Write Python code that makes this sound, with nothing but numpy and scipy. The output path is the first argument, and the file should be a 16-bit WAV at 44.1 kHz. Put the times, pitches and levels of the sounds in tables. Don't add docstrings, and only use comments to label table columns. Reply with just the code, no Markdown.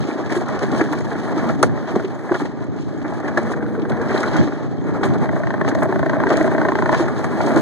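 import sys
import numpy as np
from scipy import signal
from scipy.fft import rfft, irfft, next_fast_len
from scipy.io import wavfile
from scipy.ndimage import uniform_filter1d

SR = 44100
rng = np.random.default_rng(int(sys.argv[2]) if len(sys.argv) > 2 else 0)


def materialize(psi):
    bounded = np.clip(np.atleast_2d(psi).T, -1, 1)
    quanta = np.round(bounded * 32767).astype(np.int16)
    wavfile.write(sys.argv[1], SR, quanta)


N = 335601
LEAD_S = .005

# time_s [s], frame_db [dB], drone_db [dB]
ROLLING = [(0, -25, -21), (.25, -25.5, -27.5), (.6, -23.5, -30.5), (.72, -21, -22), (1.1, -27, -27.5),
           (1.52, -21.5, -23), (1.7, -28, -28.5), (1.92, -27, -24.5), (2.3, -29.5, -32.5),
           (2.55, -32.5, -29.5), (2.9, -34, -28), (3.25, -26.5, -29.5), (3.5, -27.5, -26), (3.8, -30, -24),
           (4.15, -19.5, -25.5), (4.42, -24.5, -25), (4.72, -31, -28), (5.05, -24, -22), (5.45, -26.5, -28),
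           (5.7, -23.5, -22.5), (6.0, -27.5, -23), (6.3, -19, -20), (6.8, -22, -20.5), (7.05, -21.5, -27),
           (7.3, -23.5, -23), (7.61, -18.5, -18.5)]
# time_s [s], share [0-1]
FLAT_SHARE = [(0.0, .8), (0.33, .8), (0.4, .2), (2.4, .2), (2.47, .96), (3.0, .96), (3.3, .75), (3.6, .5),
              (4.1, .4), (4.45, .3), (4.55, .97), (5.02, .97), (5.2, .65), (5.4, .45), (5.9, .55),
              (6.3, .6), (6.95, .55), (7.0, .2), (7.61, .2)]
# [dB, relative]
FRAME = [(369, 150, -1.5), (627, 110, 0), (787, 181, -4), (1200, 260, -9.5), (1420, 162, -10),
         (1680, 136, -7.5), (1850, 254, -9.5), (2350, 300, -13.5)]
# [dB, relative]
RAIL = [
    [(605.6, 57, 2.5), (662.5, 53, 2)],
    [(888, 78, 4), (1055, 53, 4.5)],
    [(1545, 100, 3), (1790, 85, 8), (1905, 320, 1.5)],
]
# [dB, relative]
STEEL = [(3227, 62, 3.2), (4020, 260, 3), (5200, 590, 5.3), (6730, 91, 1), (9370, 32, 2), (9800, 62, 1.4)]
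# time_s [s], peak_db [dB], low_db, middle_db, high_db [dB, ring balance],
# tick_db [dB against peak_db]
CHATTER = [(5.224, -15, -8, -13, -27, -32), (5.256, -12, -7, -13, -15, -27),
           (5.291, -9.5, -12, -14, -12, -34), (5.33, -14, -1, -24, -10, -39), (5.362, -10, 0, -11, -9, -40),
           (5.401, -10.5, 1, -28, -15, -41), (5.434, -11, -7, -13, -7, -28), (5.47, -8, -5, -11, -6, -23),
           (5.504, -7, -6, -9, -6, -24), (5.539, -8.5, -5, -12, -10, -27), (5.579, -19, 2, -6, -2, -29),
           (5.612, -6.5, -7, -7, -4, -26), (5.647, -6.5, -5, -11, -11, -30),
           (5.678, -12.5, -8, -16, -8, -13), (5.714, -14, -2, -14, 3, -24), (5.75, -6, -2, -15, -11, -32),
           (5.786, -15.5, 1, -4, -6, -18), (5.824, -7, -1, -23, -13, -26), (5.855, -7.5, -3, -15, -21, -41),
           (5.89, -14.5, 0, -7, -12, -37), (5.924, -7, -11, -10.5, -12, -31),
           (5.958, -6, -2.5, -11, -8.5, -29), (5.992, -6.5, -8.5, -14, -16, -26),
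           (6.028, -5.5, -2, -10, -11, -32), (6.061, -6.5, -6.5, -20, -14, -27),
           (6.095, -6, -7, -13, -9, -24), (6.132, -5.5, -7, -12.5, -12, -29),
           (6.167, -8.5, 2, -17, -16, -41), (6.201, -7, -9, -14, -11, -27), (6.236, -5, -14, -9, -9, -28),
           (6.268, -7, -14, -9, -3, -25), (6.303, -3, -6, -13, -13, -25), (6.338, -9, -4, -16, -11, -22),
           (6.375, -6, 0, -22, -8, -38), (6.41, -5.5, -5, -26, -6, -35), (6.443, -5.5, 3, -27, -6, -35),
           (6.477, -7, -4, -7, -9, -29), (6.515, -11, -7, -12, -7, -27), (6.548, -5.5, -2, -18, -11, -36),
           (6.58, -7, -4, -11, -7, -24), (6.615, -4.5, -9, -8.5, -9, -30), (6.65, -3.5, -6, -9, -8, -31),
           (6.685, -3.5, -8, -10, -10, -22), (6.719, -5.5, -15, -11, -14, -27),
           (6.753, -4.5, -12, -10, -10, -23), (6.787, -7, -16, -12, -9, -23),
           (6.822, -5, -8.5, -7, -8, -24), (6.858, -4, -11, -5, -2, -28), (6.892, -1.5, -11, -5, -6, -25),
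           (6.927, -3.5, -11, -9, -12, -26), (6.945, -7, -14, -8, -7, -15)]


def gain_of(db):
    return 10 ** (np.asarray(db) / 20)


def evened(x):
    return x / np.sqrt(np.mean(abs(x) ** 2, -1, keepdims=True) + 1e-20)


def read(points, hz, axis=1):
    table = np.array(points)
    return np.interp(np.log(hz + 1), np.log(table[:, 0] + 1), table[:, axis])


def curve(rows, axis=1):
    table = np.array(rows)
    return np.interp(np.arange(N) / SR, table[:, 0], table[:, axis])


def lumps(per_s):
    span = max(round(SR / per_s / 2), 1)
    smoothed = uniform_filter1d(rng.standard_normal(N), span)
    return evened(uniform_filter1d(smoothed, span))


def modes(table, hz):
    return sum((-1) ** k * gain_of(db) / (1 + 2j * (hz - f) / w) for k, (f, w, db) in enumerate(table))


def case(hz):
    b, a = signal.butter(4, 1930, analog=True)
    return signal.freqs(b, a, hz)[1]


def muffled(hz):
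    return modes(FRAME, hz) * case(hz)


def metal(hz):
    # [dB, relative]
    slope = [(1500, -1.5), (2600, 6.5), (3300, 0), (4100, -3), (5200, -7), (6000, -3.5), (6700, -4.5),
             (7500, -5.5), (9000, -15.5), (9800, -17.5), (11000, -22.5), (13000, -24), (14800, -41),
             (15600, -44)]
    return gain_of(read(slope, hz)) * np.sqrt(1 + abs(modes(STEEL, hz)) ** 2)


def at_ports(envelope, colour, noisy=True):
    # pitch_hz [Hz], level_db [dB against the first], likeness [0-1]
    ports = [(193, 7.5, 1), (375, 4, 1), (630, -5, 0.99), (810, -5, 1), (1084, -2.5, 0.54),
             (1780, -8.5, 0.31), (2800, -11, 0.5), (3400, 4.5, 0.06), (5800, 1, 0), (9440, 3.5, 0),
             (10200, -19, 0)]
    size = envelope.shape[-1]
    hz = np.fft.rfftfreq(size, 1 / SR)
    noise = rng.standard_normal((*envelope.shape[:-1], 2, size)) if noisy else np.ones((2, 1))
    z = rfft(noise * envelope[..., None, :])
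    same = np.clip(read(ports, hz, axis=2), 0, 1)
    other = np.sqrt(1 - same ** 2) * (1 if noisy else .5j)
    second = gain_of(read(ports, hz)) * (same * z[..., 0, :] + other * z[..., 1, :])
    both = np.stack([z[..., 0, :], second], -2)
    return irfft(both * evened(colour(hz))[..., None, :], size)


def add(mix, s, db, sounds, peak=False):
    length = sounds.shape[-1]
    fade = signal.windows.tukey(2 * length, .3)[length:]
    fade = fade * np.sin(np.pi / 2 * np.minimum(np.arange(length) / (LEAD_S * SR), 1)) ** 2
    for at, level_db, x in zip(s.ravel(), db.ravel(), sounds):
        part = mix[:, max(round(at * SR), 0):][:, :length]
        loudest = abs(x[0]).max() if peak else np.sqrt(uniform_filter1d(x[0] ** 2, size=220).max())
        part += (gain_of(level_db) * x * fade / loudest)[:, :part.shape[1]]


def rolling():
    # [dB, relative]
    wheels = [(225.7, 35, -3), (315, 55, -2.5), (365, 114, -9.5)]
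    # time_s [s], level_db [dB]
    rail_hum = [(5.1, -52), (5.35, -33), (5.8, -29), (6.1, -37), (6.45, -27.5), (6.9, -29), (7.1, -47),
                (7.35, -40), (7.5, -23), (7.61, -37)]
    contact = lumps(per_s=21.7)
    sizes = gain_of(1.3 * np.minimum(rng.exponential(1, N), 4))
    blows = sizes * (rng.random(N) < 90. / SR)
    rattles = evened(signal.lfilter([1], [1, -np.exp(-1 / (0.0032 * SR))], blows))
    size = next_fast_len(N)
    parts = [
        (1.5, .05, lambda hz: modes(wheels, hz), gain_of(curve(ROLLING, axis=2))),
        (2.4, 0.14, muffled, gain_of(curve(ROLLING))),
        (2.3, 0.33, lambda hz: metal(hz) / (1 + (hz / 7600) ** 6), scraping(axis=1)),
        (3.5, 0.28, lambda hz: metal(hz) / (1 + (7600 / (hz + 1)) ** 6), scraping(axis=2)),
        (1.8, .05, lambda hz: modes(RAIL[0], hz) * case(hz), gain_of(curve(rail_hum)))]
    out = np.zeros((2, N))
    for k, (uneven_db, loose, colour, level) in enumerate(parts):
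        own = 0.46 * lumps(per_s=9.1)
        drive = evened(gain_of(uneven_db * (contact + own)) + loose * rattles) * level
        if k == 0:
            drive *= np.sqrt(1 - np.clip(curve(FLAT_SHARE), 0, 1))
        out += at_ports(np.pad(drive, (0, size - N)), colour)[:, :N]
    return out


def scraping(axis):
    # time_s [s], scrape_db [dB], edge_db [dB]
    steady = [(0, -36.5, -54), (.25, -46.5, -57.5), (.7, -41.5, -56), (1.3, -43, -56.5), (1.75, -48.5, -69),
              (2.15, -47, -57), (2.3, -55, -67), (2.65, -53.5, -70), (3.05, -49, -59), (3.4, -48.5, -60),
              (3.6, -55, -68), (3.9, -57, -78), (4.1, -44, -61), (4.4, -37.5, -53), (4.66, -49.5, -66),
              (5.3, -48.5, -60), (6.2, -50, -75), (6.5, -44.5, -57), (7.1, -45.5, -56.5),
              (7.55, -44.5, -55)]
    # middle_s [s], scrape_db [dB], edge_db [dB], length_s [s]
    scuffs = [(0.361, -36.5, -43, 0.12), (0.631, -45, -71, .05), (0.799, -36.5, -47, 0.12),
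              (0.926, -54, -51, .06), (1.005, -58, -53, 0.053), (1.525, -45, -50, 0.16),
              (1.64, -40, -43, 0.12), (1.888, -45, -74, 0.08), (1.959, -43, -53, .06),
              (2.388, -39.5, -48.5, 0.31), (2.824, -46, -59, 0.16), (3.39, -42, -55, 0.056),
              (3.522, -44, -53.5, 0.14), (3.899, -62, -45.5, 0.045), (4.168, -42.5, -47, 0.31),
              (4.396, -40, -60, 0.054), (5.055, -52, -49, 0.12), (5.676, -43, -57, 0.068),
              (5.814, -57, -53, 0.14), (6.337, -34, -42, 0.14), (6.45, -45, -47, 0.18),
              (6.985, -34, -46, 0.21), (7.186, -51, -64, .08), (7.25, -55, -56, 0.036),
              (7.44, -44, -55, 0.23), (7.593, -38, -43, 0.097)]
    t = np.arange(0, N + 32, 32) / SR
    swells = sum(gain_of(row[axis]) * np.maximum(1 - 2 * abs(t - row[0]) / row[3], 0) ** 2 for row in scuffs)
    return gain_of(curve(steady, axis=axis)) + np.interp(np.arange(N) / SR, t, swells)


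def flat_spot():
    # time_s [s], turns [count]
    turn_count = [(0.02, 0.041), (0.36, 9.883), (2.42, 65.95), (2.58, 70.2), (2.7, 73.4), (3.06, 83.06),
                  (3.18, 86.26), (3.42, 92.52), (3.6, 97.19), (4.15, 111.1), (4.5, 120.12), (4.62, 123.4),
                  (4.74, 126.72), (4.86, 130.14), (4.98, 133.64), (5.12, 137.76), (5.317, 143.511),
                  (5.63, 152.36), (6.1, 165.961), (7.04, 193.09), (7.61, 209.6)]
    # [dB, relative]
    hub = [(240, 24, 0), (287, 30, 4.5), (320, 24, 4), (378, 20, 0), (430, 14, -2)]
    level = np.sqrt(np.clip(curve(FLAT_SHARE), 0, 1)) * gain_of(curve(ROLLING, axis=2))
    speed = uniform_filter1d(np.gradient(curve(turn_count)), SR // 10)
    turns = np.cumsum(speed) + 0.235 + .0005 * lumps(per_s=27.0)
    strikes = np.diff(np.floor(np.maximum.accumulate(turns)), prepend=0) > 0
    pulses = evened(strikes * gain_of(.7 * rng.standard_normal(N)))
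    drive = np.pad(pulses * level, (0, next_fast_len(N) - N))
    return at_ports(drive, lambda hz: modes(hub, hz) * case(hz), noisy=False)[:, :N]


def chatter():
    ring_shift = (.004, 0.026, .025)
    # earliest_s [s], latest_s [s], level_db [dB against the blow]
    bounce = (0.00081, 0.003975, -6)
    # [dB, evened out below]
    axle = [(383.4, 16.6, 0)]
    axle_db = -11
    s, db, *rings_db, _ = np.transpose(CHATTER)[:, :, None]
    chance = rng.standard_normal((len(s), 3, 1))
    shift = 1 + np.reshape(ring_shift, (3, 1)) * chance
    lag = rng.uniform(bounce[0], bounce[1], (len(s), 1))
    blow = np.tile(1. * (np.arange(4096) == round(LEAD_S * SR)), (len(s), 1))

    def struck_rail(hz):
        low, middle, high = (
            gain_of(rings_db[k]) * evened(modes(RAIL[k], hz * shift[:, k]) * case(hz)) for k in range(3))
        again = 1 + gain_of(bounce[2]) * np.exp(-2j * np.pi * hz * lag)
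        return low + (middle + high) * again + gain_of(axle_db) * evened(modes(axle, hz))
    out = np.zeros((2, N))
    add(out, s - LEAD_S, db, at_ports(blow, struck_rail, noisy=False), peak=True)
    return out


def thumps():
    # [s, held to 3-30 ms]
    joints = [(0.32, -13, 320, 0.0099), (0.365, -8.5, 352, 0.018), (0.624, -20, 387, 0.029),
              (0.719, -13, 249, 0.02), (0.739, -11, 290, .008), (0.751, -18, 264, 0.0077),
              (0.8134, -2, 315, 0.0075), (0.91, -11.5, 303, 0.023), (1.005, -16, 356, 0.0053),
              (1.155, -13.5, 323, 0.007), (1.37, -10, 315, 0.012), (1.591, -14.5, 288, 0.014),
              (1.616, -9.5, 330, 0.0054), (1.63, -13, 830, 0.0035), (1.63, -13.5, 487, 0.0098),
              (1.632, -15, 302, .01), (1.639, -16, 408, .005), (1.942, -12, 318, 0.0064),
              (1.962, -4.5, 375, 0.004), (1.962, -5, 213, 0.0088), (1.999, -22, 400, 0.0041),
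              (2.043, -13, 381, 0.016), (2.313, -5, 353, 0.011), (2.349, -14, 364, 0.0093),
              (2.419, -8.5, 290, 0.0077), (3.045, -16.5, 303, 0.017), (3.241, -15, 292, 0.041),
              (3.373, -9, 341.6, 0.02), (3.375, -16, 235, .02), (3.63, -11, 300, 0.0098),
              (3.778, -19, 457, 0.011), (3.823, -17, 314, 0.009), (3.997, -18, 463, 0.019),
              (4.143, -15.5, 356, 0.0099), (4.349, -12, 309, 0.019), (4.409, -12, 315, 0.028),
              (4.431, -13.5, 372, 0.0036), (4.469, -14.5, 287, 0.021), (5.049, -15, 380, 0.011),
              (5.22, -12, 236, 0.015), (5.684, -11, 287, 0.0078), (5.815, -20, 315, 0.011),
              (5.89, -11.5, 383, 0.0072), (6.262, -9.5, 374, 0.013), (6.304, -12, 400, 0.0055),
              (6.318, -6, 330, .008), (6.339, -15, 473, 0.0049), (6.369, -19, 310, 0.02),
              (6.411, -9.5, 314, 0.011), (6.413, -11.5, 620, .004), (6.549, -12.5, 327, 0.0076),
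              (6.581, -23, 382, 0.01), (7.004, -5, 334, 0.011), (7.047, -17.5, 355, 0.025),
              (7.336, -14.5, 204, 0.013), (7.479, -21, 350, 0.017), (7.563, -6.5, 325, 0.015)]
    s, db, hz, decay = np.transpose(joints)[:, :, None]
    t = np.maximum(np.arange(4096) / SR - LEAD_S, 0)
    rise = 1 - np.exp(-(t / .0028) ** 2)
    ring = rise * np.exp(-t / np.clip(decay, .003, .03)) * np.sin(2 * np.pi * hz * t)
    out = np.zeros((2, N))
    add(out, s - LEAD_S - .002, db, np.stack([ring, ring], axis=1))
    return out


def knocks():
    # [s, held to 1-30 ms]
    jolts = [(0.111, -26, 13, 0.0043), (0.295, -24, 12, 0.012), (0.317, -22, 16, 0.011),
             (0.342, -21, 4, 0.015), (0.366, -19, 3, 0.0096), (0.487, -19, 1, 0.0043),
             (0.627, -17, 1.5, 0.017), (0.724, -15.5, -9, 0.0082), (0.744, -20, -7, .005),
             (0.795, -13.5, -4.5, 0.018), (0.807, -11, 8, 0.0079), (0.912, -28, -11, 0.0026),
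             (0.929, -14.5, 1, 0.006), (0.978, -27, 11, .006), (1.007, -21, 4, 0.0042),
             (1.112, -19.5, -1, 0.029), (1.15, -23, 3, 0.012), (1.39, -21, 6, 0.015),
             (1.492, -16.5, 3, 0.0092), (1.628, -4, 4.5, 0.0065), (1.773, -25, 5, 0.0033),
             (1.877, -25, 2.5, .015), (1.952, -14, -2, 0.014), (1.995, -27, 9, 0.0034),
             (2.044, -25, 1, 0.0051), (2.29, -22, 2, 0.012), (2.316, -13.5, -3.5, 0.01),
             (2.341, -19, 3, .004), (2.348, -14.5, 2, 0.011), (2.397, -19.5, 0.5, 0.034),
             (2.449, -22, -2, 0.01), (3.013, -20.5, -11, 0.0061), (3.044, -22, 2.5, 0.028),
             (3.122, -18, -4, 0.0057), (3.2, -20.5, -2, 0.0034), (3.228, -24, 0, 0.0057),
             (3.255, -26, 5, 0.01), (3.279, -22, 5, .012), (3.372, -9.5, 0, 0.013), (3.5, -15, -9, 0.01),
             (3.516, -19.5, 6, 0.0022), (3.536, -24, 7, 0.0046), (3.786, -18, -4.5, 0.017),
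             (3.852, -24, -6, 0.0024), (3.901, -20, -7, 0.0075), (3.921, -24, -8, 0.0041),
             (4.007, -19, -22, 0.0031), (4.099, -19, 6.5, 0.034), (4.146, -12.5, -3, 0.005),
             (4.157, -17, 5, 0.02), (4.231, -16, 11, .009), (4.341, -18, 5, 0.0049),
             (4.356, -16, 6.5, 0.035), (4.41, -18.5, 6, 0.0033), (4.473, -20, 3, 0.012),
             (4.52, -26, 5, .006), (4.918, -29, -6, .008), (5.008, -19, -9, 0.017),
             (5.029, -13.5, 3.5, 0.021), (5.153, -17, -1, 0.009), (5.676, -12.5, 1.5, 0.013),
             (5.82, -13, 0.5, 0.016), (6.304, -13.5, 2, 0.005), (6.313, -9.5, -1, 0.013),
             (6.353, -22, 18, .008), (6.93, -16.5, 3, 0.034), (6.993, -13.5, 0, 0.013),
             (7.04, -23, 6, .0024), (7.08, -17, 4, 0.0039), (7.241, -16, 4.5, 0.0072),
             (7.403, -11.5, 2, 0.0039), (7.469, -12.5, 1.5, 0.01), (7.504, -12, 2.5, 0.0029),
             (7.56, -8.5, -1, 0.015)]
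    s, db, tilt_db, length = np.array(jolts).T[:, :, None]
    t = np.maximum(np.arange(4096) / SR - LEAD_S, 0)
    burst = (1 - np.exp(-t / 0.0013)) * np.exp(-t / np.clip(length, .001, .03))

    def colour(hz):
        return muffled(hz) * gain_of(tilt_db * np.log2(hz / 1000 + 0.16))
    out = np.zeros((2, N))
    add(out, s - LEAD_S - .001, db, at_ports(burst, colour))
    return out


def ticks():
    # [s, held to 0.5-30 ms]
    steel_ticks = [(.038, -27, -8.5, 0.0074), (.2609, -36, -6, 0.0024), (.2933, -42, 0, .003),
                   (.3035, -37, 4, .0035), (.323, -30.5, 2, 0.0022), (.4854, -43, 9, .002),
                   (.591, -32.5, 0, 0.0033), (.7158, -35, 0, 0.0034), (.812, -29.5, -1, 0.0046),
                   (.9254, -32, -1.5, 0.0024), (.9322, -37, 20, 0.0014), (.985, -40, 5, .007),
                   (1.005, -42, 7, .0044), (1.3744, -34.5, -1.5, 0.03), (1.487, -31.5, -3, .009),
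                   (1.628, -16.5, 7.5, 0.0043), (1.957, -38, 3, .007), (2.047, -27, -7.5, 0.0072),
                   (2.3166, -41, 1, 0.0069), (2.341, -23.5, -7, .015), (2.452, -38, -2, 0.012),
                   (2.642, -53, 10, .002), (2.785, -30, -10, 0.013), (3.015, -30, -10.5, 0.0048),
                   (3.079, -35, -5.5, .004), (3.2, -46, 5, .004), (3.278, -35.5, -2, 0.0088),
                   (3.3732, -30.5, 3.5, 0.006), (3.43, -44, 8, 0.0031), (3.518, -43, 17, 0.0023),
                   (3.627, -40, -6, 0.0027), (3.663, -44, -4, .003), (3.746, -28, -13, .005),
                   (3.795, -32, -9.5, 0.0053), (3.818, -26, -9.5, 0.0065), (3.852, -29, -10.5, .005),
                   (3.896, -26, -8.5, 0.0046), (3.918, -24, -9.5, 0.0056), (4.014, -42, 4, 0.0057),
                   (4.091, -25, -9, .005), (4.142, -24, -8, .006), (4.177, -28, -4.5, 0.0028),
                   (4.2047, -31, 4, .002), (4.23, -32.5, 3, 0.0061), (4.283, -38, -3, 0.0013),
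                   (4.332, -34.5, -4, .005), (4.365, -28, 1, 0.006), (5.033, -19.5, -5.5, 0.011),
                   (5.0863, -39, -2, .005), (5.136, -37, -4, .003), (5.183, -41, 0, .003),
                   (5.686, -29, 4, 0.0078), (5.7488, -36, 2, .0045), (5.8096, -47, 15, .001),
                   (5.8325, -34, 18, 0.0014), (6.301, -30.5, -2, 0.01), (6.2917, -33, -2, .003),
                   (6.3715, -26.5, 4.5, 0.001), (6.4274, -41, 9, 0.0018), (7.082, -42, 6, 0.0037),
                   (7.241, -36, 7, 0.0063), (7.412, -31, -3, .009), (7.462, -33, 4, 0.0067),
                   (7.488, -42, 14, .002), (7.5603, -31, 1, 0.0036), (7.572, -32.5, 3, .007)]
    # tilt_db [dB per octave], length_s [s]
    chatter_tick = (-6, 0.0037)
    blows = [(row[0], row[1] + row[-1], *chatter_tick) for row in CHATTER]
    s, db, tilt_db, length = np.vstack([steel_ticks, blows]).T[:, :, None]
    t = np.maximum(np.arange(2560) / SR - LEAD_S, 0)
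    rise = 1 - np.exp(-(t / np.clip(length / 2, .0005, .002)) ** 2)
    burst = rise * (np.exp(-t / np.clip(length, .0005, .03)) + .08 * np.exp(-t / .015))

    def colour(hz):
        return metal(hz) * gain_of(tilt_db * np.log2(hz / 5000 + 0.087))
    out = np.zeros((2, N))
    add(out, s - LEAD_S - .001, db, at_ports(burst, colour))
    return out


def clinks():
    # time_s [s], peak_db [dB], pitch_hz [Hz]
    fittings = [(0.1052, -27, 1360), (0.1865, -32, 1610), (0.2394, -25, 1700), (0.3032, -29, 1470),
                (0.3246, -25, 1670), (0.3715, -23, 1650), (0.4793, -19, 1360), (0.5931, -25, 1530),
                (0.6215, -22, 1790), (0.683, -22, 1680), (0.7477, -27, 1250), (0.795, -16, 1670),
                (0.8859, -31, 1420), (0.9248, -24, 1440), (0.9777, -28, 1480), (1.069, -23, 1700),
                (1.1155, -18, 1670), (1.1518, -25, 1750), (1.3806, -18, 1300), (1.491, -14, 1250),
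                (1.628, -0.5, 1225), (1.627, -15, 9030), (1.632, -17, 1720), (1.637, -12, 935),
                (1.694, -24, 1700), (1.9969, -21, 1380), (2.045, -29, 1260), (2.2902, -22, 1680),
                (2.318, -18, 1520), (2.347, -15, 1420), (2.4557, -20, 1870), (2.6404, -40, 1400),
                (3.0145, -29, 1680), (3.245, -20, 1770), (3.2809, -16, 1685), (3.3164, -25, 1640),
                (3.373, -4.5, 1700), (3.432, -26, 1680), (3.468, -22, 1770), (3.5, -19, 1250),
                (3.5348, -18, 1600), (3.6057, -25, 1590), (3.625, -22, 1540), (3.663, -22, 1500),
                (3.751, -21.5, 1530), (3.8515, -21, 1600), (3.919, -15, 1500), (4.0132, -18, 1630),
                (4.0542, -26, 1600), (4.094, -18, 1600), (4.117, -19, 1510), (4.16, -17, 1430),
                (4.176, -22.5, 4030), (4.2298, -12, 1440), (4.2298, -35, 4000), (4.24, -11.5, 1420),
                (4.281, -27, 4100), (4.269, -17, 1410), (4.337, -17, 1500), (4.356, -13, 1450),
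                (4.41, -19, 1560), (4.4304, -20, 1760), (4.521, -24, 1460), (4.8454, -33, 1250),
                (5.009, -25, 1400), (5.032, -15, 1460), (5.07, -22, 1370)]
    decay_s = 0.0028
    s, db, hz = np.transpose(fittings)[:, :, None]
    t = np.maximum(np.arange(2048) / SR - LEAD_S, 0)
    near = hz * rng.uniform(0.82, 1.456, hz.shape)
    tones = np.sin(2 * np.pi * hz * t) + 0.28 * np.sin(2 * np.pi * near * t)
    ring = (1 - np.exp(-t / 0.0012)) * np.exp(-t / decay_s) * tones
    out = np.zeros((2, N))
    add(out, s - LEAD_S, db, np.stack([ring, 0.26 * ring], axis=1), peak=True)
    return out


def grains(per_s, spread_db, body):
    hz, width, db = np.transpose(body)[:, :, None]
    t = np.arange(1024) / SR
    rings = gain_of(db) * np.exp(-np.pi * width / 2 * t) * np.sin(2 * np.pi * hz * t)
    chance = rng.random((N, 3))
    out = np.zeros(N + len(t))
    for at in np.flatnonzero(chance[:, 0] < per_s / SR):
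        size_db = spread_db * min(-np.log(chance[at, 1] + 1e-9), 4)
        out[at:at + len(t)] += gain_of(size_db) * rings[int(chance[at, 2] * len(body))]
    return evened(out[:N])


def crackle():
    # rate_per_s [1/s], level_db [dB against frame rattle], spread_db [dB]
    on_frame = (160, -8, 2.6)
    # rate_per_s [1/s], level_db [dB against scrape], spread_db [dB]
    on_steel = (120, -9.5, 3.5)
    frame = grains(on_frame[0], on_frame[2], FRAME[:-1]) * gain_of(curve(ROLLING) + on_frame[1])
    steel = grains(on_steel[0], on_steel[2], STEEL[:4]) * scraping(axis=1) * gain_of(on_steel[1])
    return frame * np.array([[1], [.4]]) + steel * np.array([[1], [-.3]])


def whine(rows):
    t = np.arange(round(rows[0][0] * SR), round(rows[-1][0] * SR))
    hz = curve(rows) * (1 + .002 * lumps(per_s=20.))
    level = gain_of(curve(rows, axis=2) + 1.5 * lumps(per_s=15.))
    out = np.zeros(N)
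    out[t] = np.sqrt(2) * level[t] * np.sin(2 * np.pi * np.cumsum(hz[t]) / SR)
    return out


def whines():
    # [dB rms, before waver]
    tones = [
        [(3.48, 490, -44), (3.55, 484, -33), (3.65, 482, -31.5), (3.96, 478, -32), (4.06, 468, -40)],
        [(3.25, 236, -33), (3.4, 232, -24), (3.58, 216, -23), (3.9, 215, -24), (4.05, 220, -24),
         (4.2, 230, -24), (4.26, 230, -36)],
    ]
    return sum(map(whine, tones))


def wind():
    # time_s [s], level_db [dB]
    strength = [(0, -16), (.1, -32), (.4, -21), (1.0, -22.5), (1.5, -18), (1.7, -15.5), (1.8, -22.5),
                (2.25, -28), (2.5, -22), (3.2, -23.5), (4.3, -21.5), (4.4, -10), (4.5, -26), (5.1, -14.5),
                (5.4, -18.5), (5.8, -17.5), (6.65, -20), (6.85, -17.5), (7.1, -20.5), (7.5, -21),
                (7.6, -16)]
    # [dB, relative]
    wind_colour = [(18, -84), (30, -41), (91, 2), (128, 6.5), (280, -2), (502, -19), (803, -23.5),
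                   (900, -24), (1170, -69), (1980, -120)]
    size = next_fast_len(N)
    hz = np.fft.rfftfreq(size, 1 / SR)
    own = np.array([lumps(per_s=24.0), lumps(per_s=23.0)])
    gusts = evened(gain_of(0.94 * lumps(per_s=57.0) + 2.0 * own))
    noise = rng.standard_normal((2, N))
    noise += 0.16 * noise[::-1]
    drive = evened(noise) * gusts * gain_of(curve(strength))
    return irfft(rfft(drive, size) * evened(gain_of(read(wind_colour, hz))), size)[:, :N]


def scene():
    wheels_and_rail = rolling() + flat_spot() + chatter() + thumps()
    small_parts = knocks() + ticks() + clinks() + crackle()
    return wheels_and_rail + small_parts + whines() + wind()


def record(dry):
    port_delay = 17
    balance_db = .2
    edge_hz = 15550
    late = np.pad(dry[::-1], ((0, 0), (port_delay, 0)))[:, :N]
    steered = dry - .975 * late
    balanced = steered * gain_of([[balance_db], [-balance_db]])
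    cut = signal.sosfilt(signal.butter(2, 50, "high", fs=SR, output="sos"), balanced)
    limited = 1.042 * np.tanh(cut / 1.737)
    band = signal.firwin(511, edge_hz, window=("kaiser", 9), fs=SR)
    return signal.oaconvolve(limited, band[None], "same")


dry = scene()
out = record(dry)
materialize(out)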